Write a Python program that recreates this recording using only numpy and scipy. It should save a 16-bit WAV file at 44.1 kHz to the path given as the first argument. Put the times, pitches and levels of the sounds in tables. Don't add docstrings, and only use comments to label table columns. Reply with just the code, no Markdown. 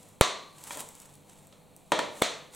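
import sys
import numpy as np
from scipy import signal
from scipy.fft import rfft, irfft, next_fast_len
from scipy.io import wavfile
from scipy.ndimage import map_coordinates

SR = 44100
rng = np.random.default_rng(int(sys.argv[2]) if len(sys.argv) > 2 else 0)


def generate_wav(sig):
    pcm = np.round(np.clip(np.atleast_2d(sig).T, -1, 1) * 32767).astype(np.int16)
    wavfile.write(sys.argv[1], SR, pcm)


N = 112454

# t/s, level/dB, choked-ring pitch factor, air push/dB, push width/s,
# crack length/s, room/dB, steel/dB, choked-ring tilt/(dB/octave)
SNAPS = [(0.2104, -8, 1, -5, 0.0023, 0.0024, -16, -26, -0.5),
         (2.2204, -14, 0.95, -26, 0.00073, 0.0015, -12.5, -54, 1.5)]
# f/Hz, level/dB, t60/s
PAIR_MODES = [(483, 11.5, 0.0098), (880, -2.5, 0.016), (1352, 4, 0.0099), (2300, 1, 0.012),
              (3780, -4, 0.02)]
# f/Hz, level/dB, t60/s, phase wobble rate/Hz
STEEL_LINES = [(1026, 1, 0.66, 120), (1156, -1.5, 0.77, 55), (1298, -0.5, .3, 90), (3720, -9, 0.64, 500),
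               (4090, -6, 0.84, 400)]
# f/Hz, density/(dB per Hz)
SNAP_CRACK_COLOUR = [(1800, -4), (3600, 0), (4900, -14.5), (8300, 0.5), (10500, 0), (12600, -13),
                     (14000, -9.5), (16000, -4.5)]
SNAP_CRACK_DB, SNAP_ATTACK_S, PUSH_DELAY_S = -3, 0.00068, 0.0027

# t/s, level/dB, crack/dB, tilt/(dB/octave), room/dB
KNOCKS = [(0.7071, -32.5, -3, 4.5, -2), (0.758, -50, -19, -4, 12), (0.772, -40, -19, -0.5, 3.5),
          (1.5258, -63, 14, 5, 15), (1.9196, -15.5, -3.5, 1, 3), (1.99, -23, -3, 2, 2.5),
          (1.9922, -27, -0.5, 1.5, 3), (2.217, -26, -2, 0.5, -15)]
# f/Hz, level/dB, t60/s
DISC_MODES = [(325, -4.5, 0.044), (461, -4.5, 0.0304), (594, 1, 0.029), (906, 8.5, 0.012),
              (963.5, -12, 0.13), (1330, -2.5, 0.022), (1814, -6, 0.036), (2352, -7, 0.024),
              (3260, -9.5, 0.029)]
# f/Hz, density/(dB per Hz)
EDGE_CRACK_COLOUR = [(200, -36), (1200, 2.5), (3900, 1), (4900, -9), (8300, -5), (12000, -20), (16000, -29)]
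KNOCK_CRACK_T60_S, KNOCK_ATTACK_S = 0.017, 0.00053
KNOCK_LOW_HZ = 202
KNOCK_WASH_DB, KNOCK_WASH_TILT_DB_PER_OCT, KNOCK_RING_ROOM_DB = -14.5, -3.5, -46

# t/s, peak before room/dB
TICKS = [(0.0878, -41), (0.6391, -29), (0.7298, -35), (0.7727, -24), (0.8003, -28.5), (0.8052, -23.5),
         (0.8885, -30), (0.9524, -37), (1.0015, -34), (1.0197, -37), (1.1402, -42.5), (1.154, -39),
         (1.4706, -41.5), (1.7645, -35)]
# f/Hz, density/(dB per Hz)
TICK_COLOUR = [(200, -7.5), (2000, -19), (4800, -15), (8000, 2.5), (11000, -4.5), (15500, -9.5)]
TICK_T60_S, TICK_ROOM_DB = 0.0065, -27
# t/s, level/dB
RUB_LEVEL = [(0, -60.5), (.1, -61), (.17, -73), (.5, -70), (.56, -59.5), (.66, -51), (.73, -42),
             (.755, -48.5), (0.805, -42.5), (.84, -56), (.93, -60), (1.03, -58.5), (1.15, -65),
             (1.19, -72.5), (1.27, -69), (1.3, -58), (1.345, -66), (1.4, -64.5), (1.45, -67), (1.718, -94),
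             (1.87, -71), (2.1, -66), (2.201, -48.5), (2.26, -62), (2.491, -76), (2.55, -47.5)]
# f/Hz, density/(dB per Hz)
RUB_COLOUR = [(150, -34), (900, 4), (1700, -4), (3600, -2), (5000, -6.5), (7800, 1), (11500, -6.5),
              (15500, -15.5)]
RUB_ROUGH_DB, RUB_GRAINS_PER_S, RUB_FLUTTER_DB, RUB_ROOM_DB = 2, 240, 1.7, -10
SLIPS_PER_S, SLIP_DB, SLIP_TILT_DB_PER_OCT = 400, -5, -2.0

# f/Hz, density/(dB per Hz)
WASH_COLOUR = [(70, -37), (170, -11.5), (330, -8), (470, -1.5), (650, 3), (800, -4), (1200, -1.5),
               (1550, -7), (2050, -2), (2800, -6.5), (3500, -1), (4200, -2), (4950, -13), (6200, -7),
               (8500, -11), (11000, -26), (15000, -28.5)]
# f/Hz, t60/s
ROOM_T60 = [(100, 0.48), (300, 0.74), (700, 0.54), (1800, 0.53), (4000, 0.51), (7000, 0.45), (10000, 0.35),
            (15000, 0.22)]
ROOM_GAP_S, ROOM_BUILD_S = 0.0003, 0.0011
# f/Hz, side over mid/dB
WIDTH = [(60, 2), (300, -6), (1100, -8.5), (2200, -12), (4500, -28), (9000, -9.5), (15000, 3)]
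PORT_BAND_HZ, PORT_SIDE_DB = (1040, 2600), -11

# f/Hz, density/(dB per Hz)
AIR_COLOUR = [(60, -7), (170, -4.5), (290, -1), (350, -7.5), (490, -4.5), (850, -8), (1650, -22),
              (2400, -16.5), (3000, -21.5), (4200, -17.5), (5000, -30), (8000, -20), (16000, -30)]
# f/Hz, rms level before waver/dB
HUM_LINES = [(98, -74), (147, -68), (164, -72), (196, -70), (495, -71)]
AIR_DB, HUM_WAVER_DB = -60, 3.5
TOP_HZ = 16000


def snaps():
    out, t = np.zeros((2, N)), np.arange(SR) / SR
    for s, db, pitch, push_db, push_s, crack_s, room_db, steel_db, tilt_db in SNAPS:
        push = amp(push_db) * np.exp(-((t - PUSH_DELAY_S) / push_s) ** 2)
        choked = sum((-1) ** k * ring([mode], t, pitch, tilt_db) for k, mode in enumerate(PAIR_MODES))
        body = (choked - push) * (1 - np.exp(-t / SNAP_ATTACK_S))
        crack = amp(SNAP_CRACK_DB) * noise(SNAP_CRACK_COLOUR, SR) * np.exp(-(t / crack_s) ** 4)
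        steel = np.zeros(SR)
        for hz, line_db, t60_s, wobble_hz in STEEL_LINES:
            phase = 2 * np.pi * hz * t + 2 * wobble(wobble_hz)[:SR]
            steel += amp(line_db) * fade(t, t60_s) * np.sin(phase)
        direct = ports(body + crack + amp(steel_db) * steel)
        add(out, s, amp(db) * (direct + amp(room_db) * room(WASH_COLOUR)))
    return out


def knocks():
    out, t = np.zeros((2, N)), np.arange(SR) / SR
    no_bass = signal.butter(2, KNOCK_LOW_HZ, "high", fs=SR)
    attack = 1 - np.exp(-t / KNOCK_ATTACK_S)
    for s, db, crack_db, tilt_db, room_db in KNOCKS:
        body = signal.lfilter(*no_bass, ring(DISC_MODES, t, tilt_db=tilt_db) * attack)
        crack = amp(crack_db) * noise(EDGE_CRACK_COLOUR, SR) * fade(t, KNOCK_CRACK_T60_S)
        wash_colour = tilted(WASH_COLOUR, KNOCK_WASH_TILT_DB_PER_OCT + tilt_db)
        wash = amp(KNOCK_WASH_DB) * room(wash_colour)
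        ringing = signal.fftconvolve(body[None], room(WASH_COLOUR), axes=1)[:, :SR]
        reply = wash + amp(KNOCK_RING_ROOM_DB) * ringing
        add(out, s, amp(db) * (body + crack + amp(room_db) * reply))
    return out


def fingers():
    return rubbing() + finger_ticks()


def rubbing():
    level_db = np.interp(np.arange(N) / SR, *np.transpose(RUB_LEVEL)) + RUB_FLUTTER_DB * wobble(70)
    grains = amp(RUB_ROUGH_DB * wobble(RUB_GRAINS_PER_S))
    rub = unit(wide_noise(RUB_COLOUR, N) * grains)
    impulses = (rng.random(N) < SLIPS_PER_S / SR) * rng.standard_normal(N)
    slips = unit(coloured(impulses, tilted(TICK_COLOUR, SLIP_TILT_DB_PER_OCT)))
    stroke = amp(level_db) * (rub + amp(SLIP_DB) * slips)
    tail = room(RUB_COLOUR)
    reply = signal.fftconvolve(stroke, tail / np.linalg.norm(tail[0]), axes=1)[:, :N]
    return stroke + amp(RUB_ROOM_DB) * reply


def finger_ticks():
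    out, t = np.zeros((2, N)), np.arange(SR) / SR
    for s, db in TICKS:
        tick = noise(TICK_COLOUR, SR) * fade(t, TICK_T60_S)
        tick /= np.abs(tick).max()
        add(out, s, amp(db) * (tick + amp(TICK_ROOM_DB) * room(TICK_COLOUR)))
    return out


def room(points):
    hz, s, z = signal.stft(wide_noise(points, SR), SR, nperseg=256)
    decay = fade(s, along(ROOM_T60, hz)[:, None])
    tail = signal.istft(z * decay, SR, nperseg=256)[1][:, :SR]
    since_gap_s = np.maximum(np.arange(SR) / SR - ROOM_GAP_S, 0)
    return tail * (1 - np.exp(-since_gap_s / ROOM_BUILD_S))


def room_tone():
    t = np.arange(N) / SR
    hum = np.zeros(N)
    for hz, db in HUM_LINES:
        level = np.sqrt(2) * amp(db + HUM_WAVER_DB * wobble(9.93))
        hum += level * np.sin(2 * np.pi * hz * t + 0.73 * wobble(5.0))
    return amp(AIR_DB) * wide_noise(AIR_COLOUR, N) + hum


def ports(x):
    late = np.pad(x, (SR // 5000, 0))[:len(x)]
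    band = signal.butter(1, PORT_BAND_HZ, "band", fs=SR)
    side = amp(PORT_SIDE_DB) * signal.lfilter(*band, late)
    return np.array([x + side, x - side])


def wide_noise(points, n):
    mid, side = noise(points, n), coloured(noise(points, n), WIDTH)
    return np.array([mid + side, mid - side])


def noise(points, n):
    return unit(coloured(rng.standard_normal(n), points))


def coloured(x, points):
    n = x.shape[-1]
    return irfft(rfft(x) * amp(along(points, np.fft.rfftfreq(n, 1 / SR))), n)


def tilted(points, tilt_db):
    return [(hz, db + tilt_db * np.log2(hz / 1000)) for hz, db in points]


def ring(modes, t, pitch=1, tilt_db=0):
    total = np.zeros(len(t))
    for (hz, db), (_, _, t60_s) in zip(tilted([m[:2] for m in modes], tilt_db), modes):
        total += amp(db) * fade(t, t60_s) * np.sin(2 * np.pi * hz * pitch * t)
    return total


def fade(t, t60_s):
    return np.exp(-np.log(1000) * t / t60_s)


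def wobble(rate_hz):
    knots = rng.standard_normal(int(N * rate_hz / SR) + 4)
    return map_coordinates(knots, [np.arange(N) * rate_hz / SR])


def along(points, hz):
    f, v = np.transpose(points)
    return np.interp(np.log(hz + 1), np.log(f + 1), v)


def amp(db):
    return 10 ** (np.asarray(db) / 20)


def unit(x):
    return x / np.sqrt(np.mean(x ** 2) + 1e-20)


def add(out, s, x):
    i = max(round(s * SR), 0)
    out[:, i:i + x.shape[-1]] += x[..., :N - i]


def scene():
    return snaps() + knocks() + fingers() + room_tone()


def record(dry):
    held = dry / (1 + np.abs(dry / .9) ** 6) ** (1 / 6)
    m = next_fast_len(N + SR // 2)
    low_pass = np.clip((TOP_HZ - np.fft.rfftfreq(m, 1 / SR)) / 400 + .5, 0, 1)
    return irfft(rfft(held, m) * low_pass, m)[:, :N]


dry = scene()
out = record(dry)
generate_wav(out)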